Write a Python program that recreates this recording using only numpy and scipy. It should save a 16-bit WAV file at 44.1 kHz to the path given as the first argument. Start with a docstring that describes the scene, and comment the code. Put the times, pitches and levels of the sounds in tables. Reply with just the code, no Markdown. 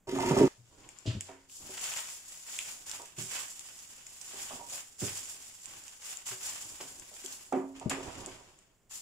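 """A lever paper cutter on a cloth-covered table in a small room. First the blade shears a stack of
magazine pages: fibres tear, slips and jerks shake the bed. Pages shift; a hand bumps the table.
From 1.5 s the offcut strips are gathered, lifted and dropped in handfuls, buckling in clicks,
rubbing, and landing with soft taps. At 7.5 s the cutter is knocked and rings; at 7.9 s a bundle
of pages slaps onto its bed and slides. The paper gives sharp cracks throughout."""
import sys
import numpy as np
from scipy import signal
from scipy.fft import rfft, irfft
from scipy.io import wavfile

SR = 44100
rng = np.random.default_rng(int(sys.argv[2]) if len(sys.argv) > 2 else 0)


def int16_out(signal):
    """Quantize to a 16-bit WAV file."""
    q = np.round(np.clip(np.atleast_2d(signal).T, -1, 1) * 32767)
    wavfile.write(sys.argv[1], SR, q.astype(np.int16))


N = 397341
TIME = np.arange(N) / SR


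# cutter bed and arm modes: f/Hz, level/dB, t60/s
CUTTER_MODES = [(110.8, -2.5, 0.45), (152, 2, 0.32), (198, -3, 0.43), (270.2, 0, 1), (317.4, 1.5, 0.047),
                (376.7, 4, 0.58), (413, -8, 0.87), (493, -22, .2), (551, -15, 0.9), (601, -10, 0.34),
                (653, -8.5, 0.34), (715, -2.5, 0.2), (756, -8, 0.26), (876, -7, 0.22), (941, -3, 0.5),
                (987, -4.5, 0.057), (1147, -7, 0.2), (1194, -3.5, 0.2), (1390, -16, .3), (1993, -9, 0.1)]
# blade in the stack: t/s, judder/dB, tearing/dB
BLADE_STROKE = [(0.08, -41.5, -54.5), (0.124, -39, -55), (0.2, -36, -50.5), (0.26, -33, -44.5),
                (0.33, -29.5, -49.5), (0.39, -30, -40.5), (0.47, -30.5, -54)]
# blade jerks through a few sheets: t/s, level/dB, low/Hz, high/Hz, t60 factor
BLADE_JERKS = [(0.07, -42, 330, 870, .5), (0.124, -31, 130, 448, 0.3), (0.158, -36.5, 400, 1300, .15),
               (0.186, -34, 650, 1020, .12), (.209, -42, 130, 400, .2), (0.23, -34, 403, 1210, .15),
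               (0.273, -31, 130, 500, .2), (0.310, -23, 170, 1200, 0.12), (.333, -30.5, 130, 420, .15),
               (.367, -24, 220, 1010, .2), (0.4, -26.5, 150, 1000, .12), (0.408, -18, 220, 500, 0.13),
               (0.433, -20.5, 188.7, 426, 0.18), (0.454, -31.5, 200, 500, .15)]
# tearing fibres: f/Hz, level/dB
TEAR_SPECTRUM = [(300, 1.5), (1200, -2.5), (2200, 0.5), (3500, -0.5), (5500, -3), (7500, -14), (10000, -9),
                 (15000, -20)]

def shear():
    """Fibres part under the blade in slips and jerks that shake the cutter."""
    start_s, stop_s = .071, .480
    judder, tearing = gains(BLADE_STROKE)
    sounding = (TIME > start_s) & (TIME < stop_s)
    slips = grains(per_s=860, spread_db=1.5, clump_db=-.5, clump_hz=130)
    slips = sounding * judder * butter(slips, 2500, "low", order=1)
    jerks = sum(placed(s, amp(db) * blow(CUTTER_MODES, *shape, scuff=.18, crowd_db=-4.5, crowd_hz=1100))
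                for s, db, *shape in BLADE_JERKS)
    bed = modal_response(CUTTER_MODES, t60_factor=.14, vary_db=2)   # damped by the paper stack under the blade
    shake = butter(amp(-29) * convolve(slips, bed) + jerks, 80, "high")   # small bed: no deep bass
    fibres = grains(per_s=2000, spread_db=-1.5, clump_db=5, clump_hz=170)
    fibres = sounding * tearing * colour(fibres, TEAR_SPECTRUM)
    until_stop = np.clip((stop_s - TIME) / .0015 + 1, 0, 1)   # the sound breaks off abruptly to a faint tail
    shake = pan(room(shake, wet_db=-6), left_db=-2.5) * np.maximum(until_stop, amp(-31.5))
    fibres = pan(room(amp(9.5) * fibres, wet_db=-1.5), left_db=2.5) * np.maximum(until_stop, amp(-6.5))
    return shake + fibres


# strips raked, lifted, dropped: t/s, swell/s, hold/s, crinkle/dB, fade/(dB/s), slide re crinkle/dB
STRIP_MOVES = [(1.48, 0.026, 0.09, -50, 65, -26.5), (1.58, 0.24, 0.081, -41, 40, -4.5),
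               (2.20, 0.094, 0.059, -50.5, 40, -10), (2.38, 0.15, 0.17, -45, 90, -7.5),
               (2.855, 0.013, 0.028, -46, 66, -4), (3.16, 0.025, 0.099, -43.5, 48, -9),
               (3.27, 0.046, 0.071, -41, 166, -2), (3.40, 0.1, 0.064, -50.5, 7.5, -8),
               (4.05, 0.15, 0.31, -49.5, 74.5, -10), (4.30, 0.058, 0.035, -43, 52.5, -4.5),
               (4.66, 0.037, 0.049, -43.5, 179, -9), (4.98, 0.028, 0.034, -39.5, 28, -9),
               (5.63, 0.037, 0.01, -51, 17.5, -5.5), (5.98, 0.1, 0.02, -44, 122, -6),
               (6.245, 0.02, 0.024, -42, 79, -8.5), (6.38, 0.056, .03, -43, 20, -6.5),
               (7.04, 0.12, 0.062, -50.5, 78, -7.5), (7.19, 0.085, 0.05, -48, 79, -9),
               (8.89, 0.037, 0.031, -45.5, 156, -10.5)]
# a bunch buckles at once: t/s, hold/s, crinkle/dB, slide re crinkle/dB
STRIP_CRUNCHES = [(1.796, 0.025, -44, -15), (1.895, .02, -45, -9), (1.95, 0.039, -45, -12),
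                  (2.067, 0.11, -46.5, -23), (2.934, 0.025, -47, -4), (3.197, 0.023, -51, -1),
                  (3.376, 0.021, -55, -4), (4.363, 0.018, -52, 1), (4.77, 0.025, -45.5, -6),
                  (5.065, 0.02, -44.5, 2), (5.6, 0.038, -52, -17), (6.094, 0.025, -48, -16.5),
                  (6.312, 0.011, -51, 3), (6.452, .03, -42.5, -11), (6.81, 0.085, -50.5, -11),
                  (7.274, 0.012, -51, -1), (7.307, 0.029, -49, -5)]
# flat pages shift: t/s, swell/s, hold/s, crinkle/dB, fade/(dB/s), slide re crinkle/dB
PAGE_MOVES = [(.48, 0.0034, 0.0053, -52.5, 57, -13), (.60, 0.29, 0.12, -50.5, 21, -10.5),
              (1.05, 0.007, 0.0075, -66, 106, 20), (1.20, 0.006, 0.0073, -40.5, 142, -25),
              (7.735, 0.014, 0.11, -51, 214, -4.5), (7.895, 0.0063, 0.0082, -38.5, 221, 3),
              (7.92, 0.047, 0.33, -44, 62, -6.5), (8.58, 0.008, 0.018, -66, 94, -11.5)]
# where the hands work: t/s, left minus right/dB
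HAND_PAN = [(.5, 2.5), (.85, 4), (2.65, 3), (3.25, -0.5), (4.0, 2), (5.07, 1), (6.0, 2), (8.3, 3),
            (9.0, 4.5)]
# buckling paper: f/Hz, level/dB
CRINKLE_SPECTRUM = [(800, -8.5), (2000, -15.5), (3500, 4), (5200, 5.5), (7000, 1), (10000, 3.5),
                    (13000, -4), (15500, -7.5)]
# paper on paper: f/Hz, level/dB
SLIDE_SPECTRUM = [(300, -11.5), (900, -1), (1500, -1), (3000, 3.5), (4500, -1), (9000, -16.5)]

def rustle():
    """Paper buckles in tiny clicks and rubs on itself; narrow strips sound brighter than flat pages."""
    crunch_swell_s, crunch_fade_db_per_s = .0017, 507
    strip_treble_db, page_treble_db = 4, -14
    crunches = [(s, crunch_swell_s, hold_s, db, crunch_fade_db_per_s, slide_db)
                for s, hold_s, db, slide_db in STRIP_CRUNCHES]
    strips, pages = handling(STRIP_MOVES + crunches), handling(PAGE_MOVES)
    crinkle, slide = np.hypot(strips, pages)
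    strip_share = strips[0] ** 2 / (crinkle ** 2 + 1e-20)
    treble = amp(page_treble_db + strip_share * (strip_treble_db - page_treble_db))
    grip = amp(2 * drift(85))   # the handful catches and gives way as a whole
    heap = 0
    for place in np.linspace(-1, 1, 4):   # left to right
        clicks = colour(grains(per_s=900, spread_db=1, clump_db=4, clump_hz=120), CRINKLE_SPECTRUM)
        rubs = colour(grains(per_s=1800, spread_db=4, clump_db=5.5, clump_hz=90), SLIDE_SPECTRUM)
        kinks = butter(grains(per_s=13, spread_db=1.5, clump_db=-3.5, clump_hz=10), [2000, 9000], "band")
        paper = grip * (amp(-9.5) * crinkle * clicks + amp(-5.5) * slide * rubs)[0]
        paper += amp(-21) * crinkle * kinks
        lag_samples = int(place * 7)
        stereo = np.array([np.roll(paper, lag_samples), paper])
        heap = heap + room(pan(stereo, left_db=-4 * place), wet_db=-2)
    dull = butter(heap, 3800, "low", order=1)
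    lean, = gains(HAND_PAN)
    return (dull + treble * (heap - dull)) * np.sqrt([lean, 1 / lean])


# sharp cracks of paper: t/s, level/dB, mids re treble/dB, left minus right/dB
PAPER_CRACKS = [(0.1875, -31, 6.5, 4), (0.312, -27, 17, 4), (.436, -44, -5, 2), (.454, -35, -15, 4),
                (0.8898, -36, 5.5, 7), (.987, -41.5, -22, 17), (1.2087, -25, 3.5, 2), (1.497, -44, 19, 8),
                (1.795, -38, -12.5, 0), (1.8412, -26.5, 2, 0), (1.938, -26, 9, 5), (1.973, -26, -17.5, 0),
                (2.54, -32.5, 20, 5), (2.589, -17, 12, 1), (2.683, -35, 11, 2), (2.896, -28.5, -5, 12),
                (2.9143, -23.5, -30, -3), (3.019, -35, -10, 2), (3.594, -30, -27, 10),
                (4.0671, -36, -3.5, 5), (4.2137, -32.5, -28.5, -8.5), (4.986, -47, -11, 4),
                (5.256, -34.5, -10, -4), (5.6572, -36.5, -17, -14.5), (5.8382, -40.5, -9, 4.5),
                (5.8804, -36.5, -3, -13), (6.171, -32, -22.5, 10), (6.271, -32, -5, 2),
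                (6.9973, -34, -27, 10), (7.2609, -27, -23, 13), (7.526, -36.5, -11, 1),
                (7.798, -36.5, 6.5, 0), (7.8968, -23, -10, 8), (8.261, -29.5, -12, 3),
                (8.589, -48, -15.5, 1)]

def cracks():
    """Paper being cut, handled or slapped down gives a sharp crack and a brief shiver."""
    crack_fade_s, shiver_fade_s, shiver_db = .0007, .003, -12
    t, out = TIME[:SR // 50], 0
    envelope = np.exp(-t / crack_fade_s) + amp(shiver_db) * np.exp(-t / shiver_fade_s)
    for s, db, mids_db, left_db in PAPER_CRACKS:
        burst = envelope * (rng.choice([-1, 1], len(t)) + .7 * rng.choice([-1, 1], (2, len(t))))
        crack = butter(burst, [3300, 8800], "band") + amp(mids_db) * butter(burst, [2300, 3800], "band")
        out = out + pan(np.array([placed(s, amp(db) * unit(side)) for side in crack]), left_db)
    return amp(-18) * room(out, wet_db=-7)


# knocks on the cutter: t/s, level/dB, low/Hz, high/Hz, t60 factor
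CUTTER_KNOCKS = [(1.287, -49, 310, 777, 0.6), (1.691, -53, 330, 940, .7), (5.021, -42.5, 290, 620, 0.31),
                 (7.523, -32, 464, 970, 0.43), (7.529, -33, 225, 330, 1), (7.564, -33, 235, 380, 0.72),
                 (7.606, -42, 330, 1000, 1), (7.81, -47, 503, 1200, 0.34), (7.91, -37, 244, 2000, 0.55),
                 (7.976, -44.5, 350, 890, 0.47), (8.270, -47.5, 305, 910, 0.28)]

def knocks():
    """The cutter rings with the colour of the struck spot."""
    sound = sum(placed(s, amp(db) * blow(CUTTER_MODES, *shape, scuff=.34, crowd_db=3, crowd_hz=1240))
                for s, db, *shape in CUTTER_KNOCKS)
    return pan(room(amp(1) * sound, wet_db=-8.5), left_db=-3.5)


# table top modes: f/Hz, level/dB, t60/s
TABLE_MODES = [(81.5, 4, 0.26), (94.7, 1.5, 1), (119.4, 9, 0.54), (159.6, -3, 0.59), (204.5, -4.5, 0.56),
               (298, -7, 0.5), (326, -14, 0.43), (377.3, -1, 0.74), (598, -13, .5), (640.5, 1.5, 0.55),
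               (686, -18, 0.55)]
# hands and paper bump the table: t/s, level/dB, low/Hz, high/Hz, t60 factor, left minus right/dB
TABLE_THUDS = [(0.581, -57.5, 80, 198, 0.84, 4.5), (1.056, -40, 150, 370, 0.85, 5),
               (1.073, -28, 61.6, 150, 0.33, 2.5), (1.15, -36.5, 74.5, 130, 0.13, 2),
               (3.180, -44.5, 78, 250, 0.61, -6), (5.018, -36, 111, 355, 0.57, -5.5),
               (6.307, -55, 70, 200, 0.25, 3), (7.858, -32, 144, 225, 0.13, 9.5)]

def thuds():
    """Soft blows on the table; a hand that stays down shortens the ring."""
    sound = 0
    for s, db, *shape, left_db in TABLE_THUDS:
        thud = blow(TABLE_MODES, *shape, scuff=.26, crowd_db=6, crowd_hz=480, order=1)
        sound = sound + pan(placed(s, amp(db) * thud), left_db)
    return room(sound, wet_db=-5.5)


# flat paper lands: t/s, level/dB, fade/s, low/Hz, high/Hz
PAGE_SLAPS = [(1.061, -36.5, 0.052, 2850, 4680), (1.284, -53, 0.066, 840, 2920),
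              (2.586, -43, 0.043, 2400, 4020), (5.013, -48, 0.06, 722, 2560),
              (6.313, -38, 0.01, 1180, 3550), (7.527, -41, 0.042, 686, 2220),
              (7.896, -31, 0.0072, 4480, 11200), (7.911, -32.5, 0.016, 1144, 2700)]

def slaps():
    """Landing sheets merge into a quickly fading burst of noise."""
    t, sound = TIME[:SR // 4], 0
    for s, db, fade_s, *band_hz in PAGE_SLAPS:
        patter = unit(butter(rng.standard_normal(len(t)), band_hz, "band"))
        sound = sound + placed(s, amp(db) * np.exp(-t / fade_s) * patter)
    return room(sound, wet_db=-2.5)


# bunches and fingertips land: t/s, level/dB, low/Hz, high/Hz
HEAP_TAPS = [(2.994, -49.5, 385, 1110), (4.334, -53, 298, 1100), (4.505, -45.5, 443, 1180),
             (4.527, -51.5, 212, 307), (4.593, -47.5, 545, 1020), (4.72, -54, 506, 910),
             (6.318, -51, 397, 1290), (6.801, -47.5, 220, 1000), (7.113, -60, 456, 900),
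             (7.242, -49.5, 284, 680)]

def taps():
    """Soft landings on the heap, which smothers the ring of the bed."""
    sound = 0
    for s, db, *band_hz in HEAP_TAPS:
        tap = blow(CUTTER_MODES, *band_hz, t60_factor=.35, scuff=.59, crowd_db=8, crowd_hz=1331)
        sound = sound + placed(s, amp(db) * tap)
    return pan(room(amp(-1) * sound, wet_db=-6), left_db=-5)


# paper dragged: t/s, swell/s, hold/s, level/dB, fade/(dB/s)
DRAG_MOVES = [(0.647, 0.2, 0.011, -62.5, 83), (1.568, 0.053, 0.044, -61, 65), (2.504, 0.11, 0.55, -73, 3.5),
              (2.87, .02, .08, -73, 143), (3.24, 0.017, 0.037, -67.5, 66.5), (4.238, 0.25, 0.13, -61, 60.5),
              (5.017, 0.036, 0.08, -64.5, 34.5), (5.66, 0.021, .03, -63.5, 96),
              (6.298, 0.38, 0.071, -64, 13), (7.698, 0.25, 0.29, -52.5, 61)]
# paper on cloth and bed: f/Hz, level/dB
BRUSH_SPECTRUM = [(50, 2), (110, 4.5), (200, -0.5), (370, 4), (500, -5), (680, -5), (1000, -5.5),
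                  (1600, -17.5), (4000, -64)]

def drag():
    """Paper catches on the cloth and the bed: a low, dull brushing."""
    pressure = power_sum([amp(db) * effort(*timing, fade) for *timing, db, fade in DRAG_MOVES])
    catches = grains(per_s=5400, spread_db=-.5, clump_db=3.5, clump_hz=37)
    brushing = pressure * colour(catches, BRUSH_SPECTRUM)
    return pan(room(amp(4.5) * brushing, wet_db=.5), left_db=-6)


# room noise: f/Hz, level/dB
HUSH_SPECTRUM = [(25, 0), (125, -6), (300, -10), (400, -13), (900, -19), (2000, -22), (4300, -26),
                 (7000, -29), (15000, -28)]

def hush():
    """Faint steady noise, partly alike on both sides."""
    air = rng.standard_normal(N) + rng.standard_normal((2, N)) / 2
    return amp(-71) * colour(air, HUSH_SPECTRUM)


# reverberation: f/Hz, t60/s
ROOM_DECAY = [(200, 0.24), (1000, 0.32), (4000, 0.23), (15000, 0.24)]

def room(x, wet_db):
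    """Direct sound plus a diffuse stereo tail, longest near 1 kHz."""
    t, edges_hz = TIME[:SR // 2], np.geomspace(420, 19000, 9)
    white, tail = rng.standard_normal((2, len(t))), 0
    for k, (low, high) in enumerate(zip(edges_hz, edges_hz[1:])):
        t60_s = at_hz(ROOM_DECAY, np.sqrt(low * high))
        tail = tail + (-1) ** k * butter(white, [low, high], "band") * amp(-60 * t / t60_s)
    tail = unit(tail * np.clip(t / .0032, 0, 1)) / np.sqrt(len(t))
    return (x + amp(wet_db) * convolve(x, tail)) / np.hypot(1, amp(wet_db))


def blow(modes, low_hz, high_hz, t60_factor, scuff, crowd_db, crowd_hz, order=2):
    """A blow rings the clear modes and a crowd of weak ones within a band; rms 1 over the first 30 ms."""
    ring = convolve(contact(scuff), modal_response(modes, t60_factor, vary_db=5.1))[0]
    crowd = unit(butter(rng.standard_normal(SR), [crowd_hz / 7, crowd_hz], "band", order=3))
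    crowd_fade_s = .053 * np.sqrt(t60_factor)
    crowd *= amp(crowd_db) * np.exp(-TIME[:SR] / crowd_fade_s)
    sound = butter(ring + crowd[:len(ring)], [low_hz, high_hz], "band", order)
    return sound / np.std(sound[:int(.03 * SR)])


def contact(scuff):
    """Force of a blow: a pulse, then a brief scuff as the surfaces settle."""
    t = TIME[:SR // 10]
    force = scuff * rng.standard_normal(len(t)) * np.exp(-t / .019) / np.sqrt(SR / 100)
    force[0] = 1
    return force


def modal_response(modes, t60_factor, vary_db):
    """Decaying modes of alternating sign, weighted by a random struck spot."""
    t = TIME[:int(SR * np.clip(t60_factor, .3, 1) * .7)]
    spot_db = vary_db * rng.standard_normal(len(modes))
    return sum((-1) ** k * amp(db + spot_db[k] - 60 * t / (t60 * t60_factor)) * np.sin(2 * np.pi * hz * t)
               for k, (hz, db, t60) in enumerate(modes))


def grains(per_s, spread_db, clump_db, clump_hz):
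    """Random clicks of uneven size, in clumps; rms 1."""
    sizes = amp(spread_db * np.minimum(rng.exponential(1, N), 4)) * rng.choice([-1, 1], N)
    return unit(sizes * (rng.random(N) < per_s / SR) * amp(clump_db * drift(clump_hz)))


def drift(rate_hz):
    """Straight lines between normal random values."""
    return np.interp(TIME * rate_hz, np.arange(N // 50), rng.standard_normal(N // 50))


def handling(moves):
    """Crinkle and slide gains for a table of moves."""
    crinkle, slide = [], []
    for *timing, db, fade, slide_db in moves:
        move = amp(db) * effort(*timing, fade)
        crinkle.append(move)
        slide.append(amp(slide_db) * move)
    return power_sum(crinkle), power_sum(slide)


def effort(start_s, swell_s, hold_s, fade_db_per_s):
    """A hand move swells, holds and fades; steps of about 1 ms."""
    t = TIME[::SR // 1000] - start_s
    return np.clip(t / swell_s, 0, 1) * amp(-fade_db_per_s * np.maximum(t - swell_s - hold_s, 0))


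def power_sum(moves):
    """Overlapping moves add in power; gain per sample."""
    return np.interp(TIME, TIME[::SR // 1000], np.sqrt(np.sum(np.square(moves), axis=0)))


def amp(db):
    """Decibels to gain."""
    return 10 ** (np.asarray(db) / 20)


def unit(x):
    """Scale to rms 1."""
    return x / np.sqrt(np.mean(x ** 2) + 1e-20)


def gains(rows):
    """Each dB column as a gain per sample."""
    s, *columns = np.transpose(rows)
    return [amp(np.interp(TIME, s, db)) for db in columns]


def at_hz(points, hz):
    """Read a table along log frequency."""
    f, value = np.transpose(points)
    return np.interp(np.log(hz + 1), np.log(f), value)


def butter(x, hz, kind, order=2):
    """Causal low-, high- or band-pass."""
    sos = signal.butter(order, np.clip(hz, 10, .45 * SR), kind, fs=SR, output="sos")
    return signal.sosfilt(sos, x + 1e-18)


def convolve(x, response):
    """Apply a mono or stereo impulse response."""
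    return signal.oaconvolve(np.atleast_2d(x), np.atleast_2d(response), axes=-1)[:, :N]


def colour(x, spectrum, size=4096):
    """Minimum-phase filter of unit energy."""
    cepstrum = irfft(np.log(amp(at_hz(spectrum, np.fft.rfftfreq(size, 1 / SR)))))
    cepstrum[1:size // 2] *= 2
    cepstrum[size // 2 + 1:] = 0
    return convolve(x, unit(irfft(np.exp(rfft(cepstrum)))) / np.sqrt(size))


def placed(s, sound):
    """Set a short sound at its time."""
    return np.pad(sound, (round(s * SR), N))[:N]


def pan(x, left_db):
    """Lean a sound to one side."""
    return x * amp(np.array([[left_db], [-left_db]]) / 2)


def scene():
    """Cutter, table, paper and room noise."""
    cutter = shear() + knocks() + taps()
    left_lag_s = .00014   # the cutter stands to the right
    cutter[0] = np.interp(TIME - left_lag_s, TIME, cutter[0])
    return cutter + thuds() + rustle() + drag() + cracks() + slaps() + hush()


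# microphone port peaks and dips, left then right: f/Hz, Q, gain/dB
PORT_PEAKS = [
    [(4000, 4.8, -5), (7060, 6.6, 16), (8300, 0.19, -4.5), (15190, 9, 6)],
    [(4120, 3.7, -9.5), (7470, 3.9, 13), (12400, 1.5, -6)],
]

def port(x, peaks):
    """A microphone port colours the treble."""
    for hz, q, db in peaks:
        w, g = 2 * np.pi * hz / SR, amp(db / 2)
        width = np.sin(w) / (2 * q)
        b = [1 + width * g, -2 * np.cos(w), 1 - width * g]
        a = [1 + width / g, -2 * np.cos(w), 1 - width / g]
        x = signal.lfilter(b, a, x)
    return x


def record(dry):
    """Two microphone ports, then a steep low-pass."""
    cutoff_hz = 15600
    heard = np.array([port(x, peaks) for x, peaks in zip(dry, PORT_PEAKS)])
    return signal.sosfilt(signal.ellip(10, .2, 80, cutoff_hz, fs=SR, output="sos"), heard)


dry = scene()
out = record(dry)
int16_out(out)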